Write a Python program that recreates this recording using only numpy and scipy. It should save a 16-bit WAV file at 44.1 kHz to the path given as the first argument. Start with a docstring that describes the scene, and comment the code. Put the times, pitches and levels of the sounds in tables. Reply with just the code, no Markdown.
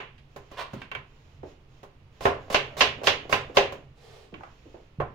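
"""Six quick, crunchy cuts, each ending in a knock on wood, sound in a small kitchen.
A crinkle cutter is slicing raw potato: the flesh tears in tiny bursts, then the blade hits
a wooden board that rings and rocks on its feet. Before and after, slices are scraped and
swept off the board and plop into a baking tray. A last, dull knock is the potato or cutter
being set down. Sleeves rustle over a faint hiss and rumble."""
import sys
import numpy as np
from scipy import signal
from scipy.fft import rfft, irfft, next_fast_len
from scipy.io import wavfile
from scipy.ndimage import uniform_filter1d, minimum_filter1d, map_coordinates

SR = 44100
rng = np.random.default_rng(int(sys.argv[2]) if len(sys.argv) > 2 else 0)


def to_wav(sig):
    """Store sig (one row per channel, or 1-D mono) as 16-bit WAV at the path in sys.argv[1].

    Samples outside -1..1 are clipped; the rate is SR.
    """
    pcm = np.clip(np.atleast_2d(sig), -1, 1) * 32767
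    pcm = np.round(pcm).astype(np.int16)
    wavfile.write(sys.argv[1], SR, pcm.T)  # frames by channels


N = 227070
TIME = np.arange(N) / SR  # seconds since the scene began
AGE = np.arange(SR * 3 // 5) / SR  # seconds since a hit began

# Levels in dB are relative: filters and the mix shift them later. Fade time is the time to drop 60 dB.
# Knocks on the board: six end a cut, the last is the potato or cutter being set down. Each row: start
# in seconds, then level, extra wood tone, extra steel tone and left minus right, all in dB.
KNOCKS = [(2.2538, -19, 4, -12.5, 1), (2.5442, -22, 2, 0, 1), (2.8066, -18.5, -3, 2.5, 0.5),
          (3.0702, -21.5, -1.5, 3.5, 0.5), (3.3261, -20.5, -3, -5.5, 0), (3.5695, -20.5, 7.5, 0.5, 2.5),
          (5.0009, -28, 2, -20.5, 0)]
# The blade bites in and tears on. Each row: start in seconds, bite level in dB, crunch level in dB.
CUTS = [(2.207, -40.5, -32), (2.5, -36, -28.5), (2.767, -40.5, -25.5), (3.033, -38.5, -27),
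        (3.294, -39, -30), (3.546, -51, -28.5)]
# Cutter and potato touch lightly on the board. Each row: start in seconds, level in dB.
TAPS = [(0.361, -44), (0.514, -49), (0.733, -44), (1.83, -48.5), (3.722, -41)]
# The cutter clacks as slices are shaken into the tray. Each row: start in seconds, level in dB.
CLACKS = [(-0.02, -32), (0.8165, -46.5), (0.9154, -39), (0.95, -37.5), (4.341, -47.5)]
# Short pitched sounds. Each row: start in seconds, level in dB, pitch in Hz, fade time in seconds.
BUMPS_AND_TICK = [(0.18, -61, 3100, 0.11), (0.734, -40, 275, 0.11), (0.764, -56, 1320, 0.057),
                  (0.819, -48, 2430, 0.025), (1.431, -40, 575, 0.1), (2.985, -47, 557, .13),
                  (3.015, -40.5, 750, 0.045), (3.253, -46.5, 507, .03), (3.496, -43.5, 530, 0.055),
                  (4.325, -43.5, 340, 0.14), (4.407, -48.5, 1090, .04), (4.434, -44.5, 1200, 0.045),
                  (4.656, -50.5, 474, 0.27), (4.742, -46, 580, 0.19)]  # soft bumps of slices, and a bright tick of the cutter
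THUDS = [(0.733, -35.5, 129, 0.23), (4.986, -26.5, 141.5, 0.25)]  # a potato is pressed down
# Rubbing movements. Each row: start in seconds, length in seconds, level in dB.
SCRAPES = [(0.495, 0.1, -51), (0.566, 0.074, -32.5), (0.67, 0.21, -52.5)]  # blade on wood
RUSTLES = [(0.28, 0.32, -61), (1.046, 0.37, -61), (1.434, 0.094, -54.5), (1.68, 0.14, -60),
           (2.11, 0.16, -57.5), (4.274, 0.62, -59)]  # sleeves

# The tones of a struck object. Each row: pitch in Hz, level in dB, fade time in seconds.
BOARD_TONES = [(136.5, -13, 0.79), (399, 0, 0.28), (500.6, -3, 0.04), (545.3, 0.5, 0.25), (595.6, 3, 0.14),
               (717, 2.5, 0.16), (815, -2.5, 0.21), (1032, -0.5, 0.25), (1104, 11, 0.059),
               (1582, -1.5, 0.12), (1880, -3, 0.1), (2090, -2, 0.21), (2685, 1.5, .25), (2760, -8, 0.13),
               (2920, -9.5, 0.21), (2682, 7, 0.06), (2920, -10.5, 0.45), (2985, -26.5, 0.083),
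               (2980, -4, 0.12), (3280, -9.5, 0.12), (4800, -9.5, 0.21), (6280, -15, .15)]  # board and blade together
CUTTER_TONES = [(1566, -1, 0.1), (2295, -0.5, 0.1), (2700, -0.5, 0.062), (3150, -2, 0.049)]  # the blade in the air
# The six bands of a hit: thump, wood, clack, blade, edge, fizz. Each row: low and high end in Hz.
BANDS = [(80, 320), (320, 900), (900, 2000), (2000, 4200), (4200, 7500), (7500, 15000)]
# The balance of each kind of hit. Each entry: level of one band in dB.
KNOCK_BANDS_DB = [-18, -1.5, 0, 3.5, -12, -39]
TAP_BANDS_DB = [-9, 0, -5, -11.5, -21, -23]
CLACK_BANDS_DB = [-15, -10, -2.5, -3, -29, -36]
# How a landing shifts that balance. Each entry: dB added to one band per dB of extra wood or steel.
WOOD_SHARE = [0, 1, 0, 0, 0, 0]  # a flat landing swells the wood band
STEEL_SHARE = [-0.51, 0.038, 0.1, 1.02, 1.5, 0.21]  # a hard-edged one trades thump for treble

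# Tone colours: how strong the lows and highs of a sound are. Each row: frequency in Hz, level in dB.
HIT_COLOUR = [(60, -4.5), (150, -2.5), (215, -6), (330, -5.5), (400, 1.5), (900, -1), (1060, 1.5),
              (1260, -5), (1520, -3), (2000, -2.5), (2900, -1), (4500, 5), (6500, 10), (8500, -6),
              (15000, -4.5)]
TEAR_COLOUR = [(88, -25), (150, -7.5), (270, -24.5), (398, 1), (774, -1.5), (923, -22.5), (1080, -3),
               (1690, -14), (2220, -10.5), (5250, -14.5), (9820, -27.5), (14200, -28), (16000, -36)]
PRESS_COLOUR = [(80, -3.5), (150, -15.5), (250, -8), (330, -12.5), (400, -4), (560, -4.5), (800, -9),
                (1100, -15), (1600, -20.5), (5000, -38), (12000, -67)]
SCRAPE_COLOUR = [(120, -22), (250, -23.5), (520, -4.5), (880, -9.5), (1030, 0.5), (1250, -10.5),
                 (1650, -10.5), (2300, -14.5), (2900, -12), (4600, -21), (7400, -34.5), (10000, -40),
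                 (16000, -44)]
SWEEP_COLOUR = [(150, -68), (250, -37), (282, -33), (360, -12.5), (414, 3), (501, -9), (557, -3),
                (640, -10), (735, -9), (1140, -14), (1310, -19.5), (3770, -17.5), (16000, -41.5)]
RUSTLE_COLOUR = [(200, -6.5), (450, 10), (1300, 1.5), (3000, 2.5), (5000, -4.5), (7100, -2.5), (7900, -22),
                 (15000, -19)]
AIR_COLOUR = [(20, 2.5), (58, 0), (146, -8), (200, -14.5), (300, -13), (420, -15), (600, -19.5),
              (1090, -20), (1700, -26.5), (2700, -24.5), (4200, -33.5), (7000, -41), (8000, -48.5),
              (16000, -51)]
RUMBLE_COLOUR = [(12, -38.5), (20, -12), (53, -10), (81, 8), (108, -1), (135, 8.5), (147, 1), (193, -22.5),
                 (220, -6), (290, -22.5), (480, -120)]
# The kitchen's echo. Each row: frequency in Hz, fade time in seconds.
ECHO_FADES = [(100, 0.39), (260, 0.4), (700, 0.31), (2800, 0.36), (5000, 0.25), (8000, 0.24), (12000, 0.17)]
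# How alike left and right sound. Each row: frequency in Hz, likeness from 0 (unrelated) to 1 (same).
LIKENESS = [(100, 1), (300, 0.86), (600, 0.46), (1000, 0.14), (1600, 0.033), (4000, 0.018)]
# Which side is louder. Each row: frequency in Hz, left minus right in dB.
SIDE_BALANCE = [(100, -2), (300, -3), (600, -3), (1200, -2.5), (2600, -7), (5000, -7), (9000, 1.5),
                (14000, -1.5)]


def knocks():
    """The blade knocks on the wood after each cut; the last, dull knock is potato or cutter set down."""
    # each knock is two contacts: after a cut, the blade's tip and then its back end
    second_delay_s, second_db = 0.0115, -7.5
    track = np.zeros((2, N))
    for start, db, wood_db, steel_db, pan_db in KNOCKS:
        levels = db + np.array(KNOCK_BANDS_DB)
        levels += wood_db * np.array(WOOD_SHARE) + steel_db * np.array(STEEL_SHARE)
        pan = amp([[pan_db / 2], [-pan_db / 2]])
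        for delay, contact_db in ((0, 0), (second_delay_s, second_db)):
            knock = hit(levels + contact_db, rise_s=0.0013, crack_fade_s=0.025,
                        scatter_db=-0.5, ring_db=-9.5, room_db=0.05)
            add(track, start + delay, knock * pan)
    return amp(-2) * track


def hit(levels, rise_s, crack_fade_s, scatter_db, ring_db, room_db):
    """One contact: a crack, its scatter off the counter, the ringing board and the room's echo."""
    # the wavy edge lands tooth by tooth, so the force takes a moment to build
    onset = rise(rise_s)
    crack = unit(stereo_noise(len(AGE)) * onset * fade(crack_fade_s))
    scatter = unit(stereo_noise(len(AGE)) * onset * fade(0.09))
    ring = unit(onset * board_ring())
    echo = unit(kitchen_echo())
    sound = crack + amp(scatter_db) * scatter + amp(ring_db) * ring + amp(room_db) * echo
    sound = coloured(sound, HIT_COLOUR)
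    # turn each band up or down toward its wanted level over the first 40 ms
    head = SR // 25
    hz = np.fft.rfftfreq(head, 1 / SR)
    power = 2 * np.mean(np.abs(rfft(sound[:, :head]) / head) ** 2, axis=0)
    gains = []
    for (low, high), db in zip(BANDS, levels):
        band_db = 10 * np.log10(power[(hz >= low) & (hz < high)].sum())
        gains.append((np.sqrt(low * high), db - band_db))
    return coloured(sound, gains)


def board_ring():
    """Board and blade ring together in many fading tones, never quite the same way twice."""
    ring = np.zeros((2, len(AGE)))
    for hz, db, fade_s in BOARD_TONES:
        # high tones reach left and right out of step
        phase = rng.uniform(0, 2 * np.pi) + rng.standard_normal((2, 1)) * (1 - look_up(LIKENESS, hz))
        ring += amp(db + rng.standard_normal()) * fade(fade_s) * np.sin(2 * np.pi * hz * AGE + phase)
    return ring


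def crunch():
    """The potato groans under the push, and its cells burst ahead of the sliding blade."""
    push = hand_pressure()
    groan = friction(push, PRESS_COLOUR, clicks_per_s=130, click_db=3.5, room_db=2)
    slide = friction(push, RUSTLE_COLOUR, clicks_per_s=960, click_db=-8, room_db=-1.5)
    cutting = sum(cut_swell(start, db) for start, _, db in CUTS)
    # the flesh gives way in clumps a few milliseconds long
    clumps = unit(amp(3 * wobble(points=1100, per_s=200)))
    tear = friction(cutting * clumps, TEAR_COLOUR, clicks_per_s=600, click_db=-1, room_db=4)
    return groan + amp(-13.5) * slide + amp(-0.5) * tear


def cut_swell(start, db):
    """Loudness of one cut: it grows as the blade speeds up and stops just after the landing."""
    swell_db, overrun_s = 11, 0.01
    landing = min(row[0] for row in KNOCKS if row[0] > start)
    full_speed = start + 0.94 * (landing - start)
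    return loudness_curve([(start, db - swell_db), (full_speed, db), (landing + overrun_s, db)])


def hand_pressure():
    """Loudness of the hand's push: it builds, holds through the run of cuts and lets go."""
    light_db, firm_db = -67.5, -51
    build_s, hold_s, release_s = 0.17, 0.18, 0.11
    first = KNOCKS[0][0]
    let_go = KNOCKS[len(CUTS) - 1][0] + hold_s
    return loudness_curve([(first, light_db), (first + build_s, firm_db),
                           (let_go, firm_db), (let_go + release_s, light_db)])


def taps():
    """The cutter is set on the potato or bites into it with a light knock."""
    track = np.zeros((2, N))
    for start, db, *_ in TAPS + CUTS:
        tap = hit(db + np.array(TAP_BANDS_DB), rise_s=0.001, crack_fade_s=0.088,
                  scatter_db=-0.5, ring_db=-9, room_db=1)
        add(track, start, tap)
    return track


def clacks():
    """The cutter strikes the tray, and its steel blade rings briefly."""
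    track = np.zeros((2, N))
    for start, db in CLACKS:
        clack = hit(db + np.array(CLACK_BANDS_DB), rise_s=0.001, crack_fade_s=0.022,
                    scatter_db=-4, ring_db=-14, room_db=0)
        for hz, tone_db, fade_s in CUTTER_TONES:
            phase = rng.uniform(0, 2 * np.pi, (2, 1))
            clack += amp(db + tone_db + 3.5) * fade(fade_s) * np.sin(2 * np.pi * hz * AGE + phase)
        add(track, start, clack)
    return track


def bumps_and_tick():
    """Soft bumps of slices and a bright tick of the cutter: short noise bursts with a rough pitch."""
    track = np.zeros((2, N))
    for start, db, hz, fade_s in BUMPS_AND_TICK:
        burst = unit(stereo_noise(len(AGE)) * fade(fade_s)) + amp(-1.5) * unit(kitchen_echo())
        band = signal.butter(2, [hz / 1.99, hz * 1.16], "bandpass", fs=SR, output="sos")
        pitched = signal.sosfilt(band, burst)
        opening_strength = np.std(pitched[:, :SR // 30])
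        add(track, start, amp(db) * pitched / opening_strength)
    return track


def thuds():
    """A potato is pressed down, and the whole board swings on its feet with one low tone."""
    track = np.zeros((2, N))
    for start, db, hz, fade_s in THUDS:
        swing = amp(db) * rise(0.00083) * fade(fade_s) * np.sin(2 * np.pi * hz * AGE)
        add(track, start, np.tile(swing, (2, 1)))
    return track


def scrapes():
    """The blade drags over the wood, pushing slices together."""
    drag = sum(stroke(*row, roundness=1) for row in SCRAPES)
    return friction(drag, SCRAPE_COLOUR, clicks_per_s=880, click_db=-2, room_db=-2)


def sweep():
    """A hand brushes slices off the board."""
    brush = stroke(start_s=3.948, length_s=0.34, db=-53.5, roundness=0.7)
    return friction(brush, SWEEP_COLOUR, clicks_per_s=1700, click_db=-2, room_db=4)


def sleeves():
    """Cloth rustles as it catches and slips unevenly."""
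    flutter = amp(0.5 * wobble(points=128, per_s=22))
    movement = flutter * sum(stroke(*row, roundness=0.4) for row in RUSTLES)
    return amp(-6.5) * friction(movement, RUSTLE_COLOUR, clicks_per_s=940, click_db=-5.5, room_db=11)


def background():
    """Quiet room air and a low, uneven rumble that swells as each knock rocks the board."""
    fall_db_per_s = 55
    air = amp(-56) * unit(coloured(stereo_noise(N), AIR_COLOUR))
    resting = amp(-57.5 + 3.1 * wobble(points=64, per_s=10))
    rocking = sum((TIME > start) * amp(db - 28 - fall_db_per_s * np.abs(TIME - start))
                  for start, db, *_ in KNOCKS)
    rumble = unit(coloured(stereo_noise(N), RUMBLE_COLOUR))
    return air + (resting + rocking) * rumble


def kitchen_echo():
    """Sound bouncing off the tiled walls: a tail of noise whose highest notes die first."""
    hz, seconds, spectrum = signal.stft(stereo_noise(len(AGE)), SR, nperseg=256)
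    spectrum *= amp(-60 * seconds / look_up(ECHO_FADES, hz)[:, None])
    tail = signal.istft(spectrum, SR, nperseg=256)[1][:, :len(AGE)]
    return unit(tail * rise(0.00088)) / np.sqrt(len(AGE))


def friction(gain, colour, clicks_per_s, click_db, room_db):
    """Rubbing or tearing: tiny breaks and slips click over a smooth hiss, and the room echoes them."""
    clicks = (rng.random(N) < clicks_per_s / SR) * rng.standard_normal(N)
    rough_hiss = rng.standard_normal(N) + amp(click_db) * unit(clicks)
    direct = gain * unit(coloured(rough_hiss, colour))
    echo = signal.fftconvolve(direct[None], kitchen_echo(), axes=1)[:, :N]
    return (direct + amp(room_db) * echo) / np.sqrt(1 + amp(room_db) ** 2)


def stroke(start_s, length_s, db, roundness):
    """Loudness of one movement: it speeds up, peaks midway and slows down."""
    progress = np.clip((TIME - start_s) / length_s, 0, 1)
    return amp(db) * np.abs(np.sin(np.pi * progress)) ** roundness


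def stereo_noise(n):
    """White noise whose left and right are alike in the bass and unrelated in the treble."""
    likeness = look_up(LIKENESS, np.fft.rfftfreq(n, 1 / SR))
    angle = np.arccos(np.clip(likeness, -1, 1)) / 2
    mid, side = irfft(rfft(rng.standard_normal((2, n))) * [np.cos(angle), np.sin(angle)], n)
    return np.array([mid + side, mid - side])


def coloured(sound, colour):
    """Filter a sound so its lows and highs follow the (Hz, dB) rows of a colour."""
    n = sound.shape[-1]
    size = 2 * next_fast_len(n // 2 + SR // 10)
    gain = amp(look_up(colour, np.fft.rfftfreq(size, 1 / SR)))
    # fold the filter forward in time, so nothing rings before a hit
    cepstrum = irfft(np.log(gain))
    cepstrum[1:size // 2] *= 2
    cepstrum[size // 2 + 1:] = 0
    return irfft(rfft(sound, size) * np.exp(rfft(cepstrum)), size)[..., :n]


def wobble(points, per_s):
    """A smooth curve through random values, passing per_s of them each second."""
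    return map_coordinates(rng.standard_normal(points), [TIME * per_s])


def rise(seconds):
    """Climb from 0 toward 1, getting about two thirds of the way in this time."""
    return 1 - np.exp(-AGE / seconds)


def fade(seconds):
    """Die away, dropping 60 dB in this time."""
    return amp(-60 * AGE / seconds)


def loudness_curve(rows):
    """Join (seconds, dB) rows into a gain curve, silent before and after."""
    seconds, db = np.transpose(rows)
    return amp(np.interp(TIME, seconds, db, left=-120, right=-120))


def look_up(rows, hz):
    """Read between (Hz, value) rows on a logarithmic frequency scale."""
    row_hz, values = np.transpose(rows)
    return np.interp(np.log(hz + 1), np.log(row_hz + 1), values)


def amp(db):
    """Turn decibels into a gain to multiply by."""
    return 10 ** (np.asarray(db) / 20)


def unit(sound):
    """Scale a sound to an average strength (rms) of 1."""
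    return sound / np.sqrt(np.mean(sound ** 2) + 1e-20)


def add(track, start_s, sound):
    """Mix a stereo sound into the track, trimming whatever sticks out at either end."""
    start = round(start_s * SR)
    sound = sound[:, max(0, -start):]
    part = track[:, max(0, start):][:, :sound.shape[1]]
    part += sound[:, :part.shape[1]]


def scene():
    """Mix all the sources, then give left and right their own tone colour."""
    hits = knocks() + taps() + clacks() + bumps_and_tick() + thuds()
    left, right = hits + crunch() + scrapes() + sweep() + sleeves() + background()
    return np.array([coloured(left, [(hz, db / 2) for hz, db in SIDE_BALANCE]),
                     coloured(right, [(hz, -db / 2) for hz, db in SIDE_BALANCE])])


def record(dry):
    """Hold down the loudest peaks, fade both ends and cut the very highest treble."""
    ceiling, edge_s, top_hz = 0.88, 0.004, 16000
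    needed_gain = ceiling / np.maximum(np.abs(dry).max(axis=0), ceiling)
    smooth_gain = uniform_filter1d(minimum_filter1d(needed_gain, size=133), size=89)
    edges = np.minimum(np.minimum(TIME, TIME[::-1]) / edge_s, 1)
    lowpass = signal.ellip(10, 0.1, 80, top_hz, fs=SR, output="sos")
    return signal.sosfilt(lowpass, dry * smooth_gain * edges)


dry = scene()
out = record(dry)
to_wav(out)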